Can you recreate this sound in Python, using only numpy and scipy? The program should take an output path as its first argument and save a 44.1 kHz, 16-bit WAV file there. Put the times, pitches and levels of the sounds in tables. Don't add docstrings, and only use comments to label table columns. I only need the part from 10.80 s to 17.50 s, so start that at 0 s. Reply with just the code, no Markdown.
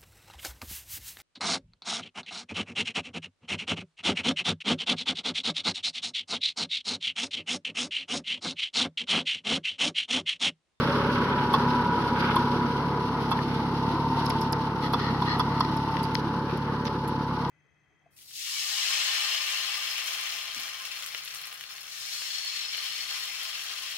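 import sys
import numpy as np
from scipy import signal
from scipy.fft import rfft, irfft
from scipy.io import wavfile

SR = 44100
rng = np.random.default_rng(int(sys.argv[2]) if len(sys.argv) > 2 else 0)


def waveform_to_disk(signal):
    frames = np.transpose(np.atleast_2d(signal))
    scaled = np.clip(frames, -1, 1) * 32767
    samples = np.round(scaled).astype(np.int16)
    wavfile.write(sys.argv[1], SR, samples)


N = 295470
TIME = np.arange(N) / SR
BINS = np.fft.rfftfreq(N, 1 / SR)

# time in seconds, speed in turns per second.
CRANK_SPEED = [(0.0, 34.45), (0.28, 34.95), (0.53, 35.15), (0.8, 34.1), (0.89, 35.03), (1.15, 34.52),
               (1.35, 34.52), (1.51, 34.2), (1.75, 34.7), (2.14, 35.17), (2.6, 34.9), (2.91, 34.27),
               (3.17, 36.08), (3.42, 35.97), (3.6, 35.56), (3.98, 35.17), (4.06, 33.95), (4.24, 34.0),
               (4.41, 33.5), (4.7, 35.2), (5.21, 35.7), (5.52, 34.74), (5.78, 35.79), (6.18, 34.92),
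               (6.45, 35.31), (6.7, 34.85)]
# time in seconds, effort in dB.
ENGINE_EFFORT = [(0, 3), (0.55, -1.5), (0.88, 2.5), (1.06, -3.5), (1.6, 2.5), (2.0, -1.5), (2.45, 0),
                 (3.17, 4), (3.55, 4), (3.92, -2), (4.25, 4), (4.85, 4.5), (5.35, -1), (6.0, -0.5),
                 (6.7, 1)]
NEAR_M, DRIVE_M_PER_S = 1.92, 0.92
TURN_AWAY_S, TURN_LENGTH_S = 1.97, 0.077
# base level in dB, change in dB per doubling of distance,
# extra level side-on in dB, change in dB per dB of effort.
NOTE_LAW = (-32, 0, 0.36, 0.5)
ROAR_LAW = (-30.5, -2.5, 0.45, 0)
CLATTER_LAW = (-32, -2, 0.3, 0.2)
CRUMBS_LAW = (-43, -3, 1, 0.5)
CLODS_LAW = (-47.5, -7, 9.5, -0.5)

# multiple of the mean crank speed, relative level in dB.
EXHAUST_PIPE = [(1, -28.5), (2, -10), (3, -6.5), (4, -0.5), (5, -4.5), (6, -21), (7, -6.5), (8, -10),
                (9, -10.5), (10, -16), (12, -26), (16, -26.5)]
# time in seconds, gain in dB.
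BOOM_GAIN = [(0, 1), (0.4, 3.5), (0.58, 0), (0.83, 10), (1.1, 2), (1.75, 7.5), (2.1, -12), (2.9, 3),
             (3.5, -3.5), (3.9, -16), (4.3, 1.5), (5.0, -24), (5.9, -31), (6.3, -5), (6.7, -17)]
BOOM_HZ, BOOM_WIDTH_HZ = 243, 18
# frequency in Hz, relative density in dB per Hz.
ROAR_SPECTRUM = [(20, -29), (55, -18), (90, -10), (140, 0.5), (220, 3.5), (330, 0), (470, -0.5), (570, -4),
                 (700, -35), (1200, -65)]
# frequency in Hz, relative density in dB per Hz.
CLATTER_SPECTRUM = [(400, -34.5), (630, -4.5), (790, -3), (900, 2.5), (1050, 1.5), (1220, -1.5), (1420, -4),
                    (1680, -9), (1950, -11.5), (2600, -22), (6000, -67)]
# multiple of the crank speed, relative level in dB.
LOWER_MESH = [(25, 0), (24, -14)]
MIDDLE_MESH = [(25.47, 0), (26.1, -8), (24.5, -10)]
UPPER_MESH = [(28, 1), (29, -9.5), (27, -14), (12, -12), (42, -14)]
SHAFT_HUM = [(6.36, 0), (13.33, -5.5), (120.9, -24)]
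HUM_DB = -43
# time in seconds, level in dB.
LOWER_LOAD = [(0, -54), (0.45, -50), (0.55, -38), (1.3, -36.5), (1.7, -37.5), (1.95, -48), (2.35, -48),
              (2.5, -40), (2.62, -50), (3.15, -47), (3.3, -37), (3.55, -35.5), (3.85, -40), (4.0, -48),
              (4.75, -47), (4.87, -37), (5.1, -34.5), (5.5, -40), (5.9, -41), (6.4, -36.5), (6.7, -41)]
MIDDLE_LOAD = [(0, -50), (1.0, -46), (2.0, -41.5), (2.55, -42), (2.75, -35), (2.98, -40), (3.15, -33.5),
               (3.8, -37.5), (4.3, -42), (4.8, -37), (5.15, -37), (5.35, -46), (6.7, -45)]
UPPER_LOAD = [(0, -47), (0.25, -40), (0.6, -33), (0.82, -30), (1.1, -29.5), (1.4, -34.5), (1.7, -31.5),
              (2.0, -37), (2.35, -37), (2.7, -46), (2.95, -43), (3.15, -36), (3.5, -38), (3.9, -43),
              (4.6, -39.5), (5.25, -43), (5.47, -36.5), (5.8, -46), (6.3, -41), (6.7, -41)]
# frequency in Hz, half-width in Hz, relative level in dB.
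CASING_MODES = [(1293, 20, -7), (1427, 46, -13.5)]
# frequency in Hz, half-width in Hz, relative level in dB.
BLOCK_MODES = [(425, 39, -7), (544, 52, -7)]

# frequency in Hz, half-width in Hz, relative level in dB.
FRAME_MODES = [(900, 110, 11), (1030, 70, 13), (1230, 95, 12.5), (1750, 300, -7), (2675, 45, -3),
               (3185, 50, -2), (3450, 70, 6.5), (4240, 85, -1), (4660, 150, -2.5), (5320, 115, -2.5),
               (5900, 120, -15), (10700, 940, -18), (13000, 870, -26)]
# start in seconds, level in dB, chatter length in seconds, treble in dB,
# extra 4-7 kHz in dB, extra top click in dB, note of the struck link in Hz, its level in dB before a 3.5 dB cut,
# its overtone in Hz, overtone level in dB.
CLANKS = [(0.7385, -21.5, 0.015, 4.5, -4.5, -2, 1098, -8.5, 3490, -39),
          (1.5628, -21.5, 0.0091, 3.5, -6, 3.5, 1056, -9.5, 3460, -33),
          (2.515, -23, 0.019, 0.5, -5, 0.5, 1040, -35, 2690, -32),
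          (4.135, -21.5, 0.014, 1.5, -1, 1, 956, -16, 3430, -34),
          (4.421, -24, 0.0077, -3, -2, -2, 970, -16, 4210, -37),
          (4.596, -21, 0.017, -2, 0, 1, 970, -25, 5200, -36),
          (4.8058, -19, 0.0091, -3, 7, 2, 956, -12, 5350, -36)]
TAIL_DB, TAIL_DECAY_S, TAIL_RAGGED_DB = -15, .035, 3.5
LINK_RISE_S, LINK_DECAY_S = .002, 0.01
# start in seconds,
# level in dB before colouring, decay time in seconds, hollowness (gain below 4 kHz) in dB,
# top treble in dB, left over right in dB, ring in Hz.
SNAPS_AND_RATTLE = [(0.885, -43.5, 0.046, 4.5, -13, -3, 5000), (1.395, -38.5, 0.044, 3, -9, 1, 4770),
                    (2.409, -44, 0.064, -5, -9, 0, 3270), (2.591, -42.5, 0.0034, 6, -6, 10, 1810),
                    (3.464, -27.5, 0.0047, -11, -5, -1, 5300), (3.502, -25, 0.0035, -3.5, -2, 0, 5270),
                    (3.616, -34, 0.012, -14, -2, -4, 5270), (3.7298, -23, 0.0023, -10, 0, -7, 5230),
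                    (4.026, -45.5, 0.073, 1, -6, -3, 3400), (4.195, -40.5, 0.057, -6, -17, 4, 3400),
                    (4.849, -33, 0.004, -5, -16, 0, 3920), (4.972, -41.5, 0.0056, -5, 4, -6, 5300),
                    (5.120, -40, 0.0035, -17, -6, -7, 5280), (5.169, -29, 0.001, -2.5, -16, 15, 1805),
                    (5.2366, -34.5, 0.0081, -20, 1.5, -5, 4760),
                    (5.3532, -19.5, 0.001, -7.5, -12, 21.5, 1880), (5.695, -48, 0.027, 2.5, -10, -7, 2490),
                    (5.780, -45, 0.00093, -9, 8, -15, 5300), (6.054, -36, 0.016, -2, -11, 0, 6000),
                    (6.068, -38, 0.015, -0.5, -21, -2, 5150), (6.283, -44, 0.0076, -11, 9, -3, 13400),
                    (6.564, -41, 0.0076, -4.5, -22, -3, 4260), (6.648, -43, 0.017, -2, -19, -4, 3400)]
# frequency in Hz, gain in dB.
SNAP_SPECTRUM = [(600, 3), (1500, 9.5), (3000, 6), (4200, 6), (5300, 2.5), (6300, -5), (7300, -12.5),
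                 (9000, -9), (11200, 1.5), (14000, -15), (16000, -22)]
SNAP_RING_DB, SNAP_RING_WIDTH_HZ = 6.5, 130
GRIT_PER_S, GRIT_SHARE, CRACKLE_DB = 800, .65, 3.5
FIRST_CRACK_S = 0.0011
# start in seconds, level in dB, pitch in Hz, decay time in seconds.
THUMPS = [(1.203, -18, 320.2, 0.0091), (1.573, -24, 348, 0.029), (2.638, -18, 350, 0.0079),
          (3.135, -20, 322, 0.022), (4.88, -26.5, 312, 0.041), (5.455, -22, 337, 0.016),
          (5.727, -21, 367, 0.014)]
# frequency in Hz, half-width in Hz, relative level in dB.
TINE_MODES = [(1240, 50, 1), (1890, 115, -2), (2900, 140, -18), (3380, 110, -15), (4220, 170, -8.5),
              (5100, 350, -19)]
# start in seconds, length in seconds, peak pressure in dB.
SCRAPES = [(4.007, 0.083, -38.5), (4.173, 0.14, -36.5), (4.297, 0.14, -44), (4.465, 0.1, -30.5),
           (4.687, 0.23, -42)]
SQUEAL_S, SQUEAL_LENGTH_S, SQUEAL_DB = 4.515, 0.013, -39
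SQUEAL_HZ, SQUEAL_WIDTH_HZ = 4135, 45

# frequency in Hz, relative density in dB per Hz.
CRUMB_SPECTRUM = [(600, -16.5), (1700, 7.5), (2400, -0.5), (2800, 9.5), (3450, 6.5), (3750, 7), (4200, 8),
                  (5300, 3.5), (6100, -3), (7000, -20), (9000, -17), (11000, -9), (13000, -20),
                  (15000, -51), (16000, -44)]
# frequency in Hz before the pitch ratio, relative density in dB per Hz.
CLOD_SPECTRUM = [(700, -8.5), (1100, 0.5), (1450, 6.5), (1700, -8.5), (2000, 1), (2400, -8), (3200, -8),
                 (4200, -22), (7000, -53.5)]
CRUMBS_PER_S, CRUMB_SPREAD_DB = 600, 2.5
# peak in seconds,
# half-length in seconds, tumble of clods in dB, hiss in dB, pitch of the tumble as a ratio.
SWELLS = [(0.171, 0.5, -33, -54, 1.026), (1.48, 0.11, -31, -52, 1.05), (2.752, 0.11, -42.5, -65, 1.09),
          (3.49, 0.18, -73, -44.5, 0.88), (4.231, 0.063, -44, -54, 1), (4.532, 0.32, -45, -49.5, .93),
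          (5.261, 0.17, -43, -46, 0.96), (5.868, 0.26, -44.5, -76, 1.02)]
# time in seconds, frequency in Hz.
GROUND_DIP = [(0, 694), (1.7, 654), (2.3, 576), (3.2, 568), (4.0, 596), (5.05, 560), (5.55, 655),
              (6.0, 690), (6.7, 570)]
# frequency in Hz, left-right correlation from -1 to 1.
PORT_LIKENESS = [(60, 0.93), (400, 1), (900, 0.88), (1400, 0.84), (2300, -0.4), (6000, -0.0096),
                 (15000, 0.054)]
CROSSOVER_HZ, OVERLAP_HZ, TREBLE_LEAD_S = 6450, 520, .00513
EDGE_HZ = 15650


def exhaust(turns):
    multiple, db = np.transpose(EXHAUST_PIPE)
    pipe_hz = multiple * np.mean(curve(CRANK_SPEED))
    pipe = causal(read(np.column_stack([pipe_hz, db]), BINS))
    pulses = -sum(np.cos(2 * np.pi * k * (turns - .045)) for k in range(1, 17))
    note = unit(shaped(pulses * amp(0.5 * wander(29)), pipe))
    resonance = np.exp(-((BINS - BOOM_HZ) / BOOM_WIDTH_HZ) ** 2)
    boom = shaped(note, resonance) * amp(curve(BOOM_GAIN))
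    return (note + boom) * loudness(*NOTE_LAW)


def roar(turns):
    burst = np.exp(-((turns + .02) % 1) / .17) * amp(3 * wander(30))
    puffs = rng.standard_normal((2, N)) * (1 + .4 * burst)
    return unit(shaped(ports(puffs), amp(read(ROAR_SPECTRUM, BINS)))) * loudness(*ROAR_LAW)


def clatter(turns):
    knocks = grains(per_s=1400, spread_db=-1.0) + 0.76 * rng.standard_normal((2, N))
    knocks *= throb(turns, at=0.72, depth_db=0.6)
    sound = unit(shaped(ports(knocks), causal(read(CLATTER_SPECTRUM, BINS))))
    return sound * loudness(*CLATTER_LAW) * amp(1.23 * wander(11.0))


def gears(turns, mesh, load_db, backlash, flutter_db):
    shaft = turns + backlash * wander(10)
    tones = np.zeros(N)
    for multiple, db in mesh:
        level = amp(db + flutter_db * wander(33))
        tones += level * np.sin(2 * np.pi * (multiple * shaft + rng.random()))
    return np.sqrt(2) * tones * amp(load_db)


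def casing():
    ring = unit(shaped(rng.standard_normal(N), body(CASING_MODES)))
    return ring * np.hypot(amp(curve(UPPER_LOAD) - 18.5), amp(-43.5) * side_on())


def block():
    drone = unit(shaped(rng.standard_normal(N), body(BLOCK_MODES)))
    return drone * amp(-29.5) * np.exp(-TIME / 0.45)


def clanks():
    frame, out, links = body(FRAME_MODES), np.zeros((2, N)), np.zeros((2, N))
    treble = np.clip(BINS / 1500 - 1, 0, 1)
    high = np.interp(BINS, [3600, 4600, 6500, 8000], [0, 1, 1, 0])
    click = np.interp(BINS, [6500, 8000], [0, 1])
    age = TIME[:SR // 6]
    bounces = amp(TAIL_DB + TAIL_RAGGED_DB * wander(110))
    for s, db, length, treble_db, high_db, click_db, link_hz, link_db, over_hz, over_db in CLANKS:
        tail = bounces[round(s * SR):][:len(age)] * np.exp(-age / TAIL_DECAY_S)
        chatter = (np.exp(-(age / length) ** 4) + tail) * rng.standard_normal((2, len(age)))
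        chatter /= np.linalg.norm(chatter, axis=1, keepdims=True)
        strike = [[.5], [0]] * (age == 0)
        colour = amp(treble_db * treble + high_db * high + click_db * click)
        ring = short_filter(chatter + strike, frame * colour)
        ring /= np.linalg.norm(ring, axis=1, keepdims=True)
        add(out, s, ring * np.sqrt(length * SR) * amp(db))
        add(links, s, amp(link_db - 3.5) * struck(link_hz, LINK_RISE_S, LINK_DECAY_S))
        overtone = amp(over_db) * struck(over_hz, LINK_RISE_S, LINK_DECAY_S)
        add(links, s, placed(overtone, left_db=-1))
    lean_right = amp((treble - .8 * click) * np.array([[-2.7], [2.7]]))
    return shaped(ports(out), lean_right) + links


def snaps_and_rattle():
    out = np.zeros((2, N))
    crackle = np.tile(amp(CRACKLE_DB * wander(330)), 2)
    grit = np.tile(grains(per_s=GRIT_PER_S, spread_db=1.5), 2)
    lead_in = .01
    age = TIME[:SR // 5] - lead_in
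    for s, db, decay, hollow_db, top_db, pan_db, ring_hz in SNAPS_AND_RATTLE:
        start = round(s * SR)
        burst = (1 - GRIT_SHARE) * rng.standard_normal((2, len(age)))
        burst += GRIT_SHARE * grit[:, start:][:, :len(age)]
        burst *= np.exp(-abs(age) / decay) * (age >= 0)
        burst *= crackle[start:][:len(age)]
        burst /= np.linalg.norm(burst, axis=1, keepdims=True)
        burst[:, round(lead_in * SR)] += FIRST_CRACK_S / decay
        burst *= np.sqrt(decay * SR / 2) / np.linalg.norm(burst, axis=1, keepdims=True) * amp(db)
        colour = np.interp(BINS, [3500, 4800, 6000, 7000], amp([hollow_db, 0, 0, top_db]))
        colour *= 1 + amp(SNAP_RING_DB) / (1 + ((BINS - ring_hz) / SNAP_RING_WIDTH_HZ) ** 2)
        add(out, s - lead_in, placed(short_filter(burst, colour), pan_db))
    return amp(2.5) * shaped(out, causal(read(SNAP_SPECTRUM, BINS)))


def thumps():
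    out = np.zeros((2, N))
    for s, db, hz, decay in THUMPS:
        add(out, s, amp(db) * struck(hz, rise_s=0.0048, decay_s=decay))
    return out


def scrapes():
    pressure = np.zeros(N)
    for s, length, db in SCRAPES:
        arch = np.sqrt(np.maximum(1 - (2 * (TIME - s) / length - 1) ** 2, 0))
        pressure += amp(db) * arch
    slips = ports(grains(per_s=600, spread_db=1.0))
    squeal = unit(shaped(slips, body([(SQUEAL_HZ, SQUEAL_WIDTH_HZ, 0)])))
    squeal *= np.exp(-((TIME - SQUEAL_S) / SQUEAL_LENGTH_S) ** 2)
    ring = unit(shaped(slips, body(TINE_MODES))) * pressure + squeal * amp(SQUEAL_DB)
    bent = TIME + .00008 * wander(30)
    return np.array([np.interp(bent, TIME, port) for port in ring]) * amp(1.0 * wander(70))


def soil_and_bush(turns):
    tumble_swells, hiss_swells = swells()
    crumbs = rng.standard_normal((2, N)) + 0.5 * grains(per_s=CRUMBS_PER_S, spread_db=CRUMB_SPREAD_DB)
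    hiss = unit(shaped(ports(crumbs), causal(read(CRUMB_SPECTRUM, BINS)))) * amp(1.48 * wander(24))
    hiss *= np.hypot(loudness(*CRUMBS_LAW), hiss_swells)
    lumps = rng.standard_normal((2, N)) + 0.58 * grains(per_s=270, spread_db=0.0)
    tumble = unit(shaped(ports(lumps), causal(read(CLOD_SPECTRUM, BINS)))) * amp(2.0 * wander(21))
    pace = np.cumsum(curve([(s, pitch) for s, *_, pitch in SWELLS])) / SR
    tumble = np.array([np.interp(pace % TIME[-1], TIME, port) for port in tumble])
    tumble *= np.hypot(loudness(*CLODS_LAW), tumble_swells)
    return (hiss + tumble) * throb(turns, at=0.52, depth_db=1.25)


def swells():
    s, length, *levels_db, _ = np.transpose(SWELLS)
    shapes = np.exp(-((TIME - s[:, None]) / length[:, None]) ** 2)
    return amp(levels_db) @ shapes


def ground(x):
    dip_hz = curve(GROUND_DIP)
    lowest_dip = notch(x, dip_hz, width_hz=146, floor_db=-9.0)
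    return notch(lowest_dip, 3 * dip_hz, width_hz=430, floor_db=-5.5)


def side_on():
    return (1 - np.tanh((TIME - TURN_AWAY_S) / TURN_LENGTH_S)) / 2


def loudness(base_db, distance_db, side_db, effort_share):
    doublings = np.log2(np.hypot(NEAR_M, DRIVE_M_PER_S * TIME) / NEAR_M)
    facing_db = side_db * side_on()
    return amp(base_db + distance_db * doublings + facing_db + effort_share * curve(ENGINE_EFFORT))


def ports(pair):
    same = np.clip(read(PORT_LIKENESS, BINS), -1, 1)
    mid = shaped(pair[0], np.sqrt((1 + same) / 2))
    side = shaped(pair[1], np.sqrt((1 - same) / 2))
    return np.array([mid + side, mid - side])


def placed(x, left_db):
    return x * amp([[left_db / 2], [-left_db / 2]])


def grains(per_s, spread_db):
    size = amp(spread_db * np.minimum(rng.exponential(1, (2, N)), 4))
    sign = rng.choice([-1, 1], (2, N))
    return unit(size * sign * (rng.random((2, N)) < per_s / SR))


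def struck(hz, rise_s, decay_s):
    age = TIME[:SR // 5]
    swing = np.sin(2 * np.pi * hz * age)
    return swing * (1 - np.exp(-age / rise_s)) * np.exp(-age / decay_s) * np.ones((2, 1))


def throb(turns, at, depth_db):
    return amp(depth_db * np.cos(2 * np.pi * (turns - at)))


def wander(rate_hz):
    slow = BINS[BINS < 3 * rate_hz]
    spectrum = rng.standard_normal((len(slow), 2)) @ [1, 1j] * np.exp(-(slow / rate_hz) ** 2)
    return unit(irfft(spectrum, N))


def body(modes):
    peaks = sum(amp(db) / (1 + ((BINS - hz) / width) ** 2) for hz, width, db in modes)
    return causal(20 * np.log10(1e-4 + peaks))


def causal(db):
    log_gain = irfft(np.log(amp(db)), N)
    fold = 1 + np.sign(N / 2 - np.arange(N))
    return np.exp(rfft(log_gain * fold - log_gain[0] * (np.arange(N) == 0)))


def notch(x, hz, width_hz, floor_db):
    turn = np.exp(2j * np.pi * np.cumsum(hz) / SR)
    r = np.exp(-np.pi * width_hz / SR)
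    band = 2 * (turn * signal.lfilter([1 - r], [1, -r], x / turn)).real
    return x - (1 - amp(floor_db)) * band


def shaped(x, gain):
    return irfft(rfft(x) * gain, N)


def short_filter(x, gain):
    hz = np.fft.rfftfreq(x.shape[-1], 1 / SR)
    return irfft(rfft(x) * np.interp(hz, BINS, gain), x.shape[-1])


def add(mix, s, sound):
    part = mix[:, round(s * SR):][:, :sound.shape[1]]
    part += sound[:, :part.shape[1]]


def curve(rows):
    return np.interp(TIME, *np.transpose(rows))


def read(points, hz):
    f, value = np.transpose(points)
    return np.interp(np.log(hz + 1), np.log(f + 1), value)


def amp(db):
    return 10 ** (np.asarray(db) / 20)


def unit(x):
    return x / np.sqrt(np.mean(x ** 2) + 1e-20)


def scene():
    turns = np.cumsum(curve(CRANK_SPEED)) / SR
    meshes = (LOWER_MESH, LOWER_LOAD), (MIDDLE_MESH, MIDDLE_LOAD), (UPPER_MESH, UPPER_LOAD)
    whine = sum(gears(turns, mesh, curve(load), backlash=0.00084, flutter_db=2) for mesh, load in meshes)
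    hum = gears(turns, SHAFT_HUM, HUM_DB, backlash=0.0059, flutter_db=2.5)
    engine = placed(exhaust(turns) + roar(turns) + block() + hum, left_db=-0.76)
    engine += placed(clatter(turns) + whine + casing(), left_db=1.1)
    harrow = clanks() + snaps_and_rattle() + thumps() + placed(scrapes(), left_db=3.0)
    return ground(engine + placed(soil_and_bush(turns), left_db=-1.5)) + harrow


def record(dry):
    upper = (1 + np.tanh((BINS - CROSSOVER_HZ) / OVERLAP_HZ)) / 2
    lead = 1 - upper + upper * np.exp(2j * np.pi * BINS * TREBLE_LEAD_S)
    band_limit = signal.firwin(511, EDGE_HZ, window=("kaiser", 9), fs=SR)
    return signal.oaconvolve(shaped(dry, lead), band_limit[None], "same")


dry = scene()
out = record(dry)
waveform_to_disk(out)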